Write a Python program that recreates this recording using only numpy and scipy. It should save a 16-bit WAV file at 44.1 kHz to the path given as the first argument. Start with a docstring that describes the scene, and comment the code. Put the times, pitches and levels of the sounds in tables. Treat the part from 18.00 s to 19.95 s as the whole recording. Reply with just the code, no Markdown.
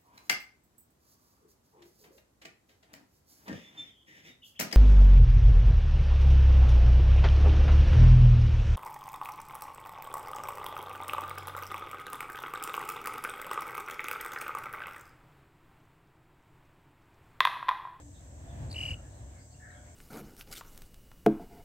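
"""An open field. Low air rumble, a rush and rustling leaves swell and sink under a steady high hiss.
Faint low tones and thin bird chips carry from far off. A small bird nearby calls once: quick,
mostly falling chips, then one whistle rolled into a trill that slows. A distant hoarse bird
calls through two throat resonances. Ground and plants reflect and scatter the calls."""
import sys
import numpy as np
from scipy import signal
from scipy.fft import rfft, irfft
from scipy.io import wavfile
from scipy.ndimage import uniform_filter1d, map_coordinates

SR = 44100
rng = np.random.default_rng(int(sys.argv[2]) if len(sys.argv) > 2 else 0)


def generate_wav(signal):
    """Clip the signal to [-1, 1] and save it as 16-bit WAV at the path in sys.argv[1]."""
    frames = np.transpose(np.atleast_2d(signal))
    scaled = np.clip(frames, -1, 1) * 32767
    pcm = np.round(scaled).astype(np.int16)
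    wavfile.write(sys.argv[1], SR, pcm)


N = 85995
T = np.arange(N) / SR


def undb(db):
    """Decibels to gain."""
    return 10 ** (np.asarray(db) / 20)


def unit_rms(x):
    """Scale to rms 1."""
    return x / np.sqrt(np.mean(x ** 2))


def pan(left_lead_db):
    """Left and right gains."""
    return undb(np.array([[left_lead_db], [-left_lead_db]]) / 2)


def wander(rate_hz):
    """Smooth random curve, rms 1."""
    knots = rng.standard_normal(int(2 * rate_hz) + 4)
    return unit_rms(map_coordinates(knots, [T * rate_hz], mode="mirror"))


def noise(spectrum):
    """Noise shaped by (f/Hz, density/dB) points, rms 1."""
    hz, db = np.array(spectrum, float).T
    bins_hz = np.maximum(np.fft.rfftfreq(N, 1 / SR), 1)
    gain = undb(np.interp(np.log(bins_hz), np.log(hz), db))
    return unit_rms(irfft(rfft(rng.standard_normal(N)) * gain, N))


def stereo_noise(spectrum, side_db):
    """Mid noise plus opposed side noise."""
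    return noise(spectrum) + undb(side_db) * noise(spectrum) * np.array([[1], [-1]])


def delay(x, delay_s):
    """Fractional delay."""
    return map_coordinates(x, [np.arange(N) - delay_s * SR])


def scatter(x, t60_s=0.33):
    """Diffuse tail from vegetation, independent at each ear."""
    tail = rng.standard_normal((2, N)) * undb(-60 * T / t60_s)
    tail /= np.sqrt(np.sum(tail[0] ** 2))
    return signal.fftconvolve(x[None], tail, axes=1)[:, :N]


def phase_of(hz):
    """Pitch curve to phase in radians."""
    return 2 * np.pi * np.cumsum(hz) / SR


def glide(start_s, length_s, from_hz, to_hz):
    """Arched envelope and linear pitch of one note."""
    progress = np.clip((T - start_s) / length_s, 0, 1)
    envelope = np.sqrt(np.abs(np.sin(np.pi * progress))) * (progress < 1)
    return envelope, from_hz + (to_hz - from_hz) * progress


def notes(rows, octave_db, jitter, third_db=-24):
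    """Gliding notes: unsteady pitch, three harmonics."""
    out = 0
    for start_s, length_s, from_hz, to_hz, db in rows:
        envelope, hz = glide(start_s, length_s, from_hz, to_hz)
        phase = phase_of(hz * (1 + jitter * wander(900)))
        tone = np.sin(phase) + undb(octave_db) * np.sin(2 * phase) + undb(third_db) * np.sin(3 * phase)
        out = out + undb(db) * envelope * tone
    return out


# Air swell: t/s, relative rumble level/dB, relative rush and leaf level/dB
AIR_SWELL = [(0.0, -54, -53), (0.042, -50, -63.5), (0.21, -51.5, -61.5), (0.586, -42.5, -53),
             (0.634, -35.5, -49.5), (0.65, -38.5, -50), (0.77, -42.5, -53.5), (0.89, -43, -52.5),
             (0.922, -33.5, -52.5), (0.96, -47, -56.5), (1.2, -50, -58.5), (1.216, -43.5, -56.5),
             (1.472, -55.5, -62.5), (1.51, -53.5, -63), (1.916, -52.5, -60.5), (1.95, -54, -61)]
# Rumble, rush and leaf spectra: f/Hz, relative density/dB
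RUMBLE_SPECTRUM = [(20, -39), (32, -24.5), (50, -4), (65, 1.5), (88, 1), (125, -3.5), (160, -14.5),
                   (220, -22.5), (400, -59), (1500, -97)]
RUSH_SPECTRUM = [(100, -9), (190, 0), (290, 2), (400, -7.5), (500, -5), (600, -1.5), (740, -4.5),
                 (950, -13.5), (1300, -22), (4000, -78)]
LEAF_SPECTRUM = [(600, -9.5), (1000, 0), (1250, -8), (1700, -1.5), (2300, -9.5), (3300, -11.5),
                 (5000, -18.5), (9000, -27.5), (15500, -29)]


def breeze(right_lag_s=0.00027):
    """Air rumbles and rushes, reaching the left ear first; leaves stir with the rush."""
    times_s, rumble_db, rush_db = np.array(AIR_SWELL).T
    rumble = stereo_noise(RUMBLE_SPECTRUM, side_db=-26.5)
    rumble /= np.sqrt(uniform_filter1d(rumble[0] ** 2, size=1800))  # flatten the envelope
    rumble *= undb(0.5 + np.interp(T, times_s, rumble_db)) * pan(0.8)
    swell = undb(np.interp(T, times_s, rush_db))
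    rush = stereo_noise(RUSH_SPECTRUM, side_db=-13) * undb(0.5) * swell
    leaves = stereo_noise(LEAF_SPECTRUM, side_db=1.5) * undb(-11 + 1.2 * wander(14.37)) * swell
    left, right = rumble + rush
    return np.array([left, delay(right, right_lag_s)]) + leaves


# High hiss: f/Hz, relative density/dB
HISS_SPECTRUM = [(1000, -27), (2500, -22.5), (3300, -14.5), (4200, -13), (5300, -9.5), (6300, 0),
                 (6900, -1.5), (7600, 6), (8200, 2), (9000, -18), (11000, -19), (15500, -18)]


def hiss():
    """Near-steady noise, strongest at 6-8 kHz."""
    return stereo_noise(HISS_SPECTRUM, side_db=0) * undb(-65 + 0.38 * wander(5.72))


# Distant low tones: t/s, length/s, start f/Hz, end f/Hz, level/dB
LOW_TONES = [(0, 0.13, 298, 284, -58.5), (.44, 0.12, 660, 703, -57), (1.45, 0.503, 731.4, 717, -66),
             (1.55, 0.42, 587, 598, -70.5)]


def far_tones():
    """Faint wavering tones, scattered across the field."""
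    tones = notes(LOW_TONES, octave_db=-29, jitter=0.019)
    return tones + scatter(tones)


# Distant chips: t/s, length/s, start f/Hz, end f/Hz, level/dB
THIN_CHIPS = [(.14, 0.048, 3830, 3670, -68.5), (.475, 0.058, 3530, 3450, -70.5),
              (1.09, 0.12, 4090, 3900, -77), (1.38, 0.058, 4480, 5070, -70.5),
              (1.505, 0.016, 4180, 4860, -71), (1.522, 0.011, 4980, 4300, -67),
              (1.54, 0.0166, 2810, 2690, -69), (1.705, 0.019, 4290, 3660, -69),
              (1.73, .06, 3370, 3184, -71.5)]


def far_chips():
    """Thin chips of distant birds, more scatter than direct sound."""
    chips = notes(THIN_CHIPS, octave_db=-34, jitter=0.048)
    return chips + undb(3.5) * scatter(chips)


# Near bird's chips: t/s, length/s, start f/Hz, end f/Hz, level/dB
OPENING_CHIPS = [(.698, 0.01, 4200, 4420, -54), (.7095, 0.012, 5100, 3760, -44),
                 (.7255, 0.0073, 5220, 4000, -42), (.732, 0.016, 4160, 3880, -50)]


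def opening_chips():
    """Quick chips with a strong octave. Returns voice and rasp envelope."""
    chips = notes(OPENING_CHIPS, octave_db=-8, jitter=0.0327)
    return chips, 5 * uniform_filter1d(np.abs(chips), size=100)


# Pitch tops of the rolls: t/s, f/Hz, level/dB
ROLL_TOPS = [(0.7413, 3010, -35.5), (0.7632, 3034, -31.5), (.7850, 3073, -31), (0.8096, 3038, -29),
             (.8330, 3023, -29), (0.8582, 3036, -29), (0.8843, 3022, -31), (0.912, 3022, -29.5),
             (0.9378, 3010, -36)]
# One roll, top to top: phase/deg, pitch offset/Hz, level offset/dB
ROLL_CYCLE = [(0, -29, -10.5), (29, -100, -3), (60.2, -160, 2), (97.2, -250, -5.5), (127.7, -560, -19),
              (182, -760, -14.5), (256.9, -440, -26), (294, -260, -4.5), (315, -140, -1)]


def trill(start_s=0.744, end_s=0.950, fade_s=0.003, jitter=0.007, octave_db=-25.5):
    """Arching whistle, each roll a double beat and a reedy dip. 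Returns voice and rasp envelope."""
    tops_s, top_hz, top_db = np.array(ROLL_TOPS).T
    cycle_deg, offset_hz, offset_db = np.array(ROLL_CYCLE).T
    bounds_s = np.append(tops_s, 2 * tops_s[-1] - tops_s[-2])
    roll_rad = 2 * np.pi * np.interp(T, bounds_s, np.arange(len(bounds_s)))

    def each_roll(values):
        curve = np.interp(roll_rad, np.radians(cycle_deg), values, period=2 * np.pi)
        return uniform_filter1d(curve, size=50)

    gate = np.clip(np.minimum(T - start_s, end_s - T) / fade_s, 0, 1)
    effort = undb(np.interp(T, tops_s, top_db)) * gate
    hz = np.interp(T, tops_s, top_hz) + each_roll(offset_hz)
    phase = phase_of(hz * (1 + jitter * wander(900)))
    fundamental = undb(each_roll(offset_db)) * np.sin(phase)
    octave = undb(octave_db) * np.sin(roll_rad / 2) ** 2 * np.sin(2 * phase)  # peaks in the dips
    return effort * (fundamental + octave), effort * (1 + 0.13 * np.cos(roll_rad))


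# Ground and plant reflections: delay/s, left gain, right gain
EARLY_REFLECTIONS = [(.0031, 0.059, 0.085), (.0056, 0.056, 0.12), (0.0134, .06, .08)]


def near_bird(left_lag_s=0.00005):
    """Chips and trill with rasp, close reflections and a faint tail."""
    whistle, trill_effort = trill()
    chips, chip_effort = opening_chips()
    voice = chips + whistle
    direct = np.array([delay(voice, left_lag_s), voice])
    early = sum(delay(voice, delay_s) * np.array([[left], [right]])
                for delay_s, left, right in EARLY_REFLECTIONS)
    breath = rasp(chip_effort + trill_effort)
    return (direct + early) * pan(2) + undb(-17) * scatter(voice) + breath


# Near bird's rasp: f/Hz, relative density/dB
RASP_SPECTRUM = [(1500, 2), (2300, 10), (2900, 9), (3300, -19), (3700, -8), (4200, 2), (5000, 0),
                 (5700, -1.5), (8000, 4.5), (10000, -9), (15500, -9.5)]


def rasp(effort):
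    """Broadband noise that follows the bird's effort."""
    return undb(-26.5) * effort * stereo_noise(RASP_SPECTRUM, side_db=1.5)


# Hoarse calls: t/s, length/s, start f/Hz, end f/Hz, level/dB, relative upper resonance level/dB
HOARSE_CALLS = [(0.915, 0.1, 1427, 1385, -68, -15), (1.013, 0.072, 1656, 1690, -68.5, -31),
                (1.31, 0.13, 1625, 1583, -70, -2), (1.584, 0.16, 1661, 1657, -56, -22),
                (1.68, .12, 1807, 1418, -60.5, -10), (1.81, 0.14, 1595, 1553, -70.5, -2.5)]


def hoarse_bird(pulse_hz=95.06, wobble_hz=74.5, upper_hz=2170):
    """Throbbing calls in two unsteady throat resonances, blurred by distance."""
    calls = 0
    for start_s, length_s, from_hz, to_hz, db, upper_db in HOARSE_CALLS:
        envelope, hz = glide(start_s, length_s, from_hz, to_hz)
        pulse = np.sin(phase_of(pulse_hz * (1 + 0.148 * wander(60))))
        throb = 1 + 0.19 * pulse + 0.395 * wander(400)
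        lower = np.sin(phase_of(hz + wobble_hz * wander(220)) + 0.34 * wander(700))
        upper = undb(upper_db) * np.sin(phase_of(upper_hz + 70 * wander(200)))
        calls = calls + undb(db) * envelope ** 2 * throb * (lower + upper)
    return (calls + undb(5.5) * scatter(calls)) * pan(3.5)


def scene():
    """Birds and far tones over moving air, in stereo."""
    return near_bird() + hoarse_bird() + far_chips() + far_tones() + breeze() + hiss()


def record(dry, cutoff_hz=15700):
    """Steep elliptic low-pass."""
    return signal.sosfilt(signal.ellip(10, 0.2, 70, cutoff_hz, fs=SR, output="sos"), dry)


dry = scene()
out = record(dry)
generate_wav(out)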